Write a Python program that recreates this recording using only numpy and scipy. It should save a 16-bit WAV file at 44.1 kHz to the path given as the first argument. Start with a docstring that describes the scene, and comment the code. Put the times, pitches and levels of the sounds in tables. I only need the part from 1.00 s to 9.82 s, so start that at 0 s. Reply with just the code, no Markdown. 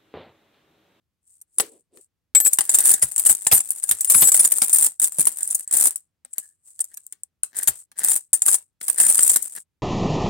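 """Coins raked in a wooden box

Fingers rake through a heap of coins in an open wooden box, close by in a quiet room.
Each contact is a noise crack with short modes, damped by the heap; a loose coin rings on two sines.
Knocks add a clack of noise and box resonances; shifts of the heap add low noise thuds.
An effort curve drives noise for sliding faces and dense runs of contacts for tumbling coins.
Rubs, scrapes and squeaks are swells of filtered noise, over a faint coloured room noise."""
import sys
import numpy as np
from scipy import signal
from scipy.fft import rfft, irfft, next_fast_len
from scipy.io import wavfile
from scipy.ndimage import uniform_filter1d, minimum_filter1d

SR = 44100
rng = np.random.default_rng(int(sys.argv[2]) if len(sys.argv) > 2 else 0)


def transcribe(signal):
    """Save signal, clipped to [-1, 1], as a 16-bit WAV file at the path in sys.argv[1]."""
    frames = np.atleast_2d(signal).T
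    limited = np.clip(frames, -1, 1)
    pcm = np.round(limited * 32767).astype(np.int16)
    wavfile.write(sys.argv[1], SR, pcm)


N = 388962
TIME = np.arange(N) / SR  # the whole scene, s
AGE = np.arange(4096) / SR  # time since one contact, s

# Event levels are relative: the function that plays a table may add its own trim.
# A swell has a centre and a half-length, at which it has fallen to 1/e of its height.

# The fingers push through the heap. Each row: start in seconds, length in seconds, effort in dB.
STROKES = [(1.44, 0.034, -25), (1.70, 0.13, -27), (1.835, 0.088, -19.5), (2.18, 0.17, -31),
           (2.255, 0.058, -21), (2.52, 0.051, -20), (3.09, 0.2, -22), (3.33, .14, -26), (3.50, 0.24, -30),
           (3.73, 0.13, -23), (4.00, 0.067, -27), (4.18, 0.037, -25), (4.37, 0.1894, -36),
           (4.718, .16, -23), (6.55, 0.091, -33), (7.02, 0.14, -26), (7.45, 0.086, -24),
           (7.97, 0.37, -24.5)]
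# The fingers lie in the heap and barely move it. Each row: start in seconds, length in seconds.
TOUCHES = [(1.359, 2.41), (3.993, 0.6), (7.802, 0.68)]
# One coin glides lightly over another or through the fingers.
# Each row: centre in seconds, effort in dB, half-length in seconds.
GLIDES = [(.33, -61.5, 0.072), (.66, -58, 0.12), (1.0, -57, 0.05), (4.62, -47, 0.026), (5.42, -58, 0.102),
          (5.69, -53, 0.038), (5.9, -59.5, 0.211), (6.78, -46, .05), (7.0, -34, 0.023), (8.56, -40, 0.049)]
# Light ticks of a coin turned in the fingers.
# Each row: start in seconds, coin level in dB, dull knock level in dB.
TICKS = [(0.414, -27.5, -73), (0.9716, -42, -57), (5.2488, -27, -56), (5.331, -19.5, -62),
         (5.7914, -18, -51), (5.8036, -3, -51.5), (5.8412, -18.5, -62), (5.941, -27, -64.5),
         (5.9716, -19, -56.5), (6.0648, -26, -75.5), (6.124, -20.5, -53.5), (6.2335, -18, -68),
         (6.916, -38, -58)]
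# A coin snapped over between the fingers.
# Each row: start in seconds, coin level in dB, clack level in dB, ring frequency in Hz.
SNAPS = [(0.5838, -3.5, -32.5, 10390), (0.599, -19.5, -20, 8100), (0.6035, -6, -24, 7800)]
# Fingers rubbing on the held coin. Each row: centre in seconds, level in dB, half-length in seconds.
RUBS = [(0.618, -41.5, 0.028), (0.708, -55, 0.078), (0.964, -57, 0.04)]
# The loudest knocks of coin on coin.
# Each row: start in seconds, coin level in dB, box clack level in dB.
CLINKS = [(1.3491, -2.5, -27.5), (1.4008, -5, -37), (1.4613, -10.5, -34.5), (1.532, -2, -46),
          (1.5855, -4, -28.5), (1.607, -6.5, -34), (1.693, -3, -37.5), (1.744, 0, -35), (1.7854, -1.5, -35),
          (1.938, -1.5, -39.5), (2.0228, 2, -31), (2.161, -10, -47), (2.1791, -7, -44.5), (2.195, -7, -42),
          (2.263, 1, -35.5), (2.2945, 3, -30.5), (2.4669, -2.5, -30), (2.5142, -5, -27.5),
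          (2.5222, -4.5, -22), (2.603, -10.5, -43.5), (2.7048, -7, -54.5), (2.838, -9.5, -49.5),
          (2.8904, -6.5, -42), (2.9109, -0.5, -30.5), (3.0079, -7, -50), (3.0457, -8.5, -44.5),
          (3.0991, 1.5, -33), (3.147, -5.5, -29.5), (3.221, -1.5, -24.5), (3.284, -6, -35.5),
          (3.318, -1, -35.5), (3.3425, 2.5, -32), (3.3942, 5.5, -31), (3.4475, -0.5, -34),
          (3.5185, -1.5, -38.5), (3.6179, -1.5, -28), (3.729, 1, -42.5), (3.865, -6, -42),
          (3.9971, -7, -46), (4.0427, -2, -42), (4.206, -3, -40), (4.2539, -11, -47), (4.2692, 0, -33.5),
          (4.4298, -8, -56.5), (4.4755, -12.5, -63), (4.508, -9, -57.5), (4.5471, -5.5, -50),
          (4.6761, -19, -62.5), (4.7107, -13, -47), (4.855, -3.5, -37), (4.9578, -14, -58.5),
          (5.3813, -12, -48), (6.4319, -9, -44.5), (6.6734, -2, -32), (6.6819, -7, -32.5),
          (7.0837, -10, -44.5), (7.115, -10, -40), (7.331, 2, -37), (7.4192, -3.5, -40.5),
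          (7.4811, -2.5, -31), (7.5434, -2, -37), (7.8122, -27, -44.5), (7.881, -9, -41.5),
          (7.8978, -3, -40.5), (7.9991, 1, -33.5), (8.065, -7.5, -39), (8.098, 0, -38), (8.1899, -5, -32.5),
          (8.2298, 1.5, -40.5), (8.2954, 4.5, -36), (8.3592, -1.5, -31.5), (8.4228, -12.5, -58)]
# Free rings of coins, and a brief low buzz on the left under the loud ring at 1.35 s.
# Each row: start in seconds, key of the mode pair, lower mode level in dB,
# upper mode level in dB, time in seconds until it is stopped.
RINGS_AND_BUZZ = [(1.352, "clear", -6.5, -23, 0.031), (1.352, "deep", -30, -38, 0.016),
                  (1.402, "clear", -26.5, -21, 0.063), (1.452, "clear", -11, -27, 0.032),
                  (1.744, "dull", -13, -36, 0.01), (2.526, "tiny", -12, -14, 0.034),
                  (3.074, "dull", -32, -20.5, 0.021), (3.147, "high", -12, -25, 0.055),
                  (3.16, "clear", -20, -23, 0.055), (3.21, "clear", -21.5, -12.5, 0.017),
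                  (3.236, "clear", -13.5, -29, 0.06), (3.325, "clear", -20, -33, 0.023),
                  (3.733, "middle", -9, -20, 0.014), (3.811, "middle", -20, -28, .06),
                  (4.762, "middle", -20.5, -25, 0.012), (7.087, "middle", -22.5, -40, 0.034),
                  (7.332, "middle", -13, -32, 0.021), (7.49, "high", -28, -33, 0.041),
                  (8.032, "middle", -14.5, -39, 0.032)]
# Rims scraping across the heap. Each row: centre in seconds, level in dB, half-length in seconds.
SCRAPES = [(1.85, -43.5, 0.16), (4.41, -51, 0.027), (4.81, -48, 0.1), (5.375, -56, 0.019),
           (5.92, -67, .018), (6.60, -44.5, 0.059), (7.04, -39.5, 0.057), (8.02, -34.5, 0.046),
           (8.575, -42.5, 0.017)]
# The heap shifts and bumps the box. Each row: start in seconds, level in dB, centre frequency in Hz.
THUDS = [(2.025, -40, 80), (2.293, -41, 100), (2.522, -32.5, 77), (2.908, -48, 60), (3.153, -34.5, 120),
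         (3.22, -38.5, 89.2), (4.185, -34.5, 186), (6.683, -43, 65.06), (7.482, -47, 94.9)]
# A fingertip squeaks on a coin's face. Each row: centre in seconds, level in dB, half-length in seconds.
SQUEAKS = [(5.44, -60, 0.023), (5.50, -79, .04)]

# Mode pairs by key: those of coins, and that of the buzz, the one whose modes lie below 4 kHz.
# Each row: lower mode in Hz, upper mode in Hz, left over right in dB when it sounds alone.
MODE_PAIRS = {"clear": (7745, 13385, 10), "dull": (7480, 9600, 3), "high": (10265, 12788, 9),
              "middle": (8790, 14725, 7), "tiny": (11955, 13000, -1), "deep": (2240, 3600, 20)}
# Resonances of the box. Each row: frequency in Hz, level in dB.
BOX_MODES = [(255, -24), (795, -20), (1730, -20)]
# Spectrum of metal striking metal. Each row: frequency in Hz, relative level in dB per Hz.
METAL_SPECTRUM = [(1500, -65.5), (6000, -17.5), (7800, -3), (8700, 2.5), (10000, -3), (11300, -12.5),
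                  (13400, -15.5), (16000, -16.5)]
# Spectrum of sliding coin faces. Each row: frequency in Hz, relative level in dB per Hz.
SLIDE_SPECTRUM = [(3500, -32.5), (6000, -20), (8300, 1.5), (12000, -17), (16000, -23)]
# Spectrum of the wooden box. Each row: frequency in Hz, relative level in dB per Hz.
WOOD_SPECTRUM = [(50, -18), (230, -3.5), (1300, -3.5), (1800, -3.5), (2700, -5.5), (5000, -5),
                 (14000, -9.5)]
# Spectrum of the quiet room. Each row: frequency in Hz, relative level in dB per Hz.
ROOM_SPECTRUM = [(25, -21), (80, -5.5), (600, -28), (16000, -40)]

ROOM_DB = -82
TOUCH_DB = -39  # effort of a resting touch
GRIP_S = .012  # a push builds up over this time
SETTLE_DB_PER_S = 390  # the heap comes to rest after a push or a knock
UNSETTLE_DB = -26.5  # effort given to a knock, against its coin level


def from_db(db):
    """Logarithmic levels: decibels to amplitude gain."""
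    return 10 ** (np.asarray(db) / 20)


def unit(x):
    """Normalisation: scale to rms 1."""
    return x / np.sqrt(np.mean(x ** 2) + 1e-20)


def fade(t, t60):
    """Exponential decay: 60 dB are lost in t60 seconds."""
    return from_db(-60 * t / t60)


def pan(left_db):
    """Intensity stereo: gains that set the left side left_db above the right."""
    return from_db(np.array([[left_db], [-left_db]]) / 2)


def add(track, s, sound):
    """Superposition: mix a short stereo sound in at time s."""
    at = max(round(s * SR), 0)
    track[:, at:at + sound.shape[1]] += sound[:, :N - at]


def sine(hz, phase=0):
    """Simple harmonic motion: a steady tone as long as one contact."""
    return np.sin(2 * np.pi * hz * AGE + phase)


def stereo_noise(size, alike):
    """Partial coherence: white noise whose two sides correlate by alike."""
    mid, side = rng.standard_normal((2, size))
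    alike = np.clip(alike, -1, 1)
    return np.sqrt(1 + alike) * mid + np.sqrt(1 - alike) * side * [[1], [-1]]


def band_pass(x, low_hz, high_hz):
    """Band limitation: keep one band, at rms 1."""
    return unit(signal.sosfilt(signal.butter(2, [low_hz, high_hz], "band", fs=SR, output="sos"), x))


def coloured(x, spectrum):
    """Minimum phase: a causal filter built from the spectrum by folding its cepstrum."""
    size = next_fast_len(x.shape[-1], True)
    hz, db = np.transpose(spectrum)
    curve_db = np.interp(np.log(np.fft.rfftfreq(size, 1 / SR) + 1), np.log(hz), db)
    cepstrum = irfft(np.log(from_db(curve_db)), size)
    cepstrum[1:size // 2] *= 2
    cepstrum[size // 2 + 1:] = 0
    response = np.exp(rfft(cepstrum))
    return irfft(rfft(x, size) * response, size)[:, :x.shape[-1]]


def swells(rows):
    """Smooth envelopes: a rise and fall for every row of centre, dB and half-length."""
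    out = np.zeros(N)
    for s, db, length in rows:
        near = np.abs(TIME - s) < 3 * length
        out[near] += from_db(db) * np.exp(-np.abs((TIME[near] - s) / length) ** 3)
    return out


def coin_voice(heap_t60=0.075, heap_db=-22, mode_db=-14, mode_t60=.021):
    """Impact excitation: a crack, its scatter through the heap and two damped mode pairs."""
    crack_t60, rise_s, detune, plate_q, spread_db = .004, .0003, .04, 12, 2.5
    envelope = fade(AGE, crack_t60) + from_db(heap_db) * fade(AGE, heap_t60)
    crack = stereo_noise(len(AGE), 0) * envelope
    # the grip of the heap shifts each mode a little and decides how long it lasts
    keys = rng.choice(list(MODE_PAIRS), size=2)
    pitches = [hz * rng.lognormal(sigma=detune) for key in keys for hz in MODE_PAIRS[key][:-1]]
    modes = np.zeros((2, len(AGE)))
    for hz in pitches:
        side_gains = rng.normal(size=(2, 1))
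        modes += side_gains * sine(hz) * fade(AGE, mode_t60 * rng.lognormal(sigma=.5))
    # one of the modes also colours the crack
    plate = signal.iirpeak(rng.choice(pitches), plate_q, fs=SR)
    crack = crack + 2 * signal.lfilter(*plate, crack)
    onset = -np.expm1(-AGE / rise_s)
    contact = (crack + from_db(mode_db) * modes) * onset
    return unit(coloured(contact, METAL_SPECTRUM)) * pan(rng.normal(scale=spread_db))


def box_voice(knock_t60=0.016, cavity_t60=0.22, cavity_db=-23, mode_t60=0.074, detune=.04):
    """Structure-borne sound: the dry clack of a contact through the packed coins and the wood."""
    envelope = fade(AGE, knock_t60) + from_db(cavity_db) * fade(AGE, cavity_t60)
    clack = stereo_noise(len(AGE), 0.2) * envelope
    # the hands over the box detune its resonances from knock to knock
    modes = np.zeros((2, len(AGE)))
    for hz, db in BOX_MODES:
        side_gains = from_db(db) * rng.normal(size=(2, 1))
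        modes += side_gains * sine(hz * rng.lognormal(sigma=detune))
    return unit(coloured(clack + modes * fade(AGE, mode_t60), WOOD_SPECTRUM))


def bounced(voice, gap_s, loss_db=2.5, uneven_db=6.5, count=8):
    """Repeated impact: the coin's edge touches first, then it chatters, on average losing strength."""
    out = voice / 2
    elapsed = np.cumsum(rng.gamma(4, gap_s / 4, count))
    # delays run from half to all of the elapsed time, so the gaps tend to widen
    delays = elapsed / 2 * np.linspace(1, 2, count)
    for k, delay in enumerate(delays):
        at = min(int(delay * SR), len(AGE) - 1)
        out[:, at:] += voice[:, :len(AGE) - at] * from_db(rng.normal(-loss_db * k, uneven_db))
    return out


def room():
    """Background noise: stationary noise with the spectrum of the quiet room."""
    return from_db(ROOM_DB) * unit(coloured(stereo_noise(N, .5), ROOM_SPECTRUM))


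def surge(length):
    """Build-up and dissipation: the heap is set moving, kept moving for a while, and settles."""
    age = TIME[:int((length + .5) * SR)]
    return np.minimum(age / GRIP_S, 1) * from_db(-SETTLE_DB_PER_S * np.maximum(age - length, 0))


def finger_effort():
    """Dominant drive: the strongest push, touch or knock of the moment, plus the light glides."""
    touches = [(start, length, TOUCH_DB) for start, length in TOUCHES]
    knocks = [(s, 0, coin_db + UNSETTLE_DB) for s, coin_db, _ in CLINKS]
    effort = np.zeros(N)
    for start, length, db in list(STROKES) + touches + knocks:
        at = round(start * SR)
        shape = from_db(db) * surge(length)[:N - at]
        effort[at:at + len(shape)] = np.maximum(effort[at:at + len(shape)], shape)
    return effort + swells(GLIDES)


def jostle(voice, contacts, even_s=0.1, count=30):
    """Granular superposition: contacts dealt to many voices, with the slow level held at 1."""
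    voices = [voice() for _ in range(count)]
    out = np.zeros((2, N))
    for s, size in contacts:
        add(out, s, size * voices[rng.integers(count)])
    power = uniform_filter1d(np.mean(out ** 2, axis=0), int(even_s * SR))
    return out / np.sqrt(np.abs(power) + 1e-12)


def stirring(per_s=95, busier=0.6, size_db=4.5, tumble_db=-46, coin_db=8.5, slide_db=5.0,
             wood_db=-12.5, catch_db=4.0, catch_s=0.0029):
    """Friction and impact: lightly touched coins slide and catch; pushed harder they tumble densely."""
    effort = finger_effort()
    push = effort / from_db(tumble_db)
    # contacts come at random, more often as the push grows
    times = TIME[rng.random(N) < per_s * (1 + push) ** busier / SR]
    sizes = from_db(size_db * np.minimum(rng.exponential(size=len(times)), 3.5))
    contacts = np.column_stack([times, sizes])
    sliding = 1 / np.hypot(1, push)
    tumbling = 1 - sliding
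    catching = from_db(catch_db * unit(uniform_filter1d(rng.standard_normal(N), int(catch_s * SR))))
    friction = unit(coloured(catching * stereo_noise(N, 0), SLIDE_SPECTRUM))
    hiss = from_db(slide_db) * sliding * friction
    tumble = from_db(coin_db) * tumbling * jostle(coin_voice, contacts)
    wood = from_db(wood_db) * np.sqrt(tumbling) * jostle(box_voice, contacts)
    return effort * (hiss + tumble + wood)


def ticks(coin_trim_db=-22.0, knock_trim_db=-5.0, gap_s=0.0013, extra_left_db=3):
    """Finger damping: a coin held clear of the heap ticks with little scatter and a varying stutter."""
    out = np.zeros((2, N))
    for s, coin_db, dull_db in TICKS:
        stutter_s = gap_s * rng.lognormal(sigma=.5)
        coin = unit(bounced(coin_voice(heap_db=-35, mode_db=-24), stutter_s))
        knock = unit(bounced(box_voice(), stutter_s))
        add(out, s, coin * from_db(coin_db + coin_trim_db))
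        add(out, s, knock * from_db(dull_db + knock_trim_db))
    return out * pan(extra_left_db)


def snaps(ring_t60=0.044, ring_trim_db=-8, coin_trim_db=-21, clack_trim_db=-9, gap_s=.0016):
    """Chatter with resonance: the held coin flips, rattles between the fingertips and rings briefly."""
    out = np.zeros((2, N))
    for s, coin_db, clack_db, hz in SNAPS:
        rattle = from_db(coin_trim_db) * unit(bounced(coin_voice(), gap_s))
        ring = from_db(ring_trim_db) * sine(hz) * fade(AGE, ring_t60)
        clack = from_db(clack_db + clack_trim_db) * box_voice()
        add(out, s, from_db(coin_db) * (rattle + ring) + clack)
    return out


def rubs(low_hz=290, high_hz=500, grit_hz=2200, grit_db=-17.0):
    """Dry friction: skin dragging on metal gives a soft low rustle with a little grit above it."""
    drag = stereo_noise(N, 0.72)
    rustle = band_pass(drag, low_hz, high_hz)
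    grit = from_db(grit_db) * band_pass(drag, grit_hz / 2, grit_hz * 2)
    return swells(RUBS) * (rustle + grit)


def clinks(coin_trim_db=-17.5, clack_trim_db=-2.0, gap_s=.0014, usual_db=-38, longer=.3, heavier=0.057):
    """Impact depth: knocks that go far into the heap are heavier and chatter longer."""
    out = np.zeros((2, N))
    for s, coin_db, clack_db in CLINKS:
        depth_db = clack_db - usual_db
        chatter_s = gap_s * from_db(longer * depth_db)
        coin = unit(bounced(coin_voice(), chatter_s))
        clack = unit(bounced(box_voice(), chatter_s))
        add(out, s, coin * from_db(coin_db + coin_trim_db + heavier * depth_db))
        add(out, s, clack * from_db(clack_db + clack_trim_db))
    return out


def free_rings_and_buzz(free_t60=0.56, stopped_t60=0.05):
    """Free vibration: a loose coin sings on two jolted modes until stopped; the buzz is built alike."""
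    out = np.zeros((2, N))
    jolts_per_s, jolt_db, jolt_rad = 130, 1.1, .4  # for a coin, the jolts are passing touches
    for s, key, low_db, high_db, free_s in RINGS_AND_BUZZ:
        low_hz, high_hz, left_db = MODE_PAIRS[key]
        # after free_s a faster decay is added: a neighbour or a finger stops the coin
        decay = fade(AGE, free_t60) * fade(np.maximum(AGE - free_s, 0), stopped_t60)
        for hz, db in (low_hz, low_db), (high_hz, high_db):
            touched = rng.random(len(AGE)) < jolts_per_s / SR
            jolts = np.cumsum(rng.standard_normal(len(AGE)) * touched)
            tone = sine(hz, jolt_rad * jolts + rng.random((2, 1)))
            add(out, s, from_db(db + jolt_db * jolts) * pan(left_db) * tone * decay)
    return out


def scrapes(per_s=600, low_hz=1500, high_hz=2050, rasp_db=-3.0):
    """Stick-slip pulses: a milled rim stutters over the other coins and sets the box rasping."""
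    pulses = stereo_noise(N, 0.38) * (rng.random(N) < per_s / SR)
    slips = coloured(pulses, WOOD_SPECTRUM)
    rasp = from_db(rasp_db) * band_pass(slips, low_hz, high_hz)
    return swells(SCRAPES) * unit(unit(slips) + rasp)


def thuds(t60=0.11, trim_db=8.0):
    """Low-frequency impact: bumps of the box on the table, each about two octaves wide."""
    out = np.zeros((2, N))
    age = TIME[:2 * len(AGE)]
    for s, db, hz in THUDS:
        bump = band_pass(stereo_noise(len(age), 0.9) * fade(age, t60), hz / 2, hz * 2)
        add(out, s, from_db(db + trim_db) * bump / np.abs(bump).max())
    return out


def squeaks(hz=1720, width_hz=60):
    """Stick-slip friction: skin on metal in a narrow, rough tone, made of band-passed noise."""
    return swells(SQUEAKS) * band_pass(stereo_noise(N, 0.32), hz - width_hz, hz + width_hz)


def scene(left_db=3.0):
    """Superposition of sources: most of the handling lies a little to the left."""
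    to_the_left = (stirring() + ticks() + snaps() + clinks() + scrapes()) * pan(left_db)
    return room() + to_the_left + rubs() + free_rings_and_buzz() + thuds() + squeaks()


def record(dry, ceiling=0.97, hold_s=0.0008):
    """Limiting and band limitation: a fast limiter on each channel, then bass and top are cut."""
    size = int(hold_s * SR) + 1
    needed_gain = ceiling / np.maximum(np.abs(dry), ceiling)
    gain = uniform_filter1d(minimum_filter1d(needed_gain, size), size)
    bottom = signal.butter(3, 44, "high", fs=SR, output="sos")
    top = signal.ellip(10, .2, 70, 16000, fs=SR, output="sos")  # low-pass, edge in Hz
    return np.clip(signal.sosfilt(np.vstack([bottom, top]), dry * gain), -1, 1)


dry = scene()
out = record(dry)
transcribe(out)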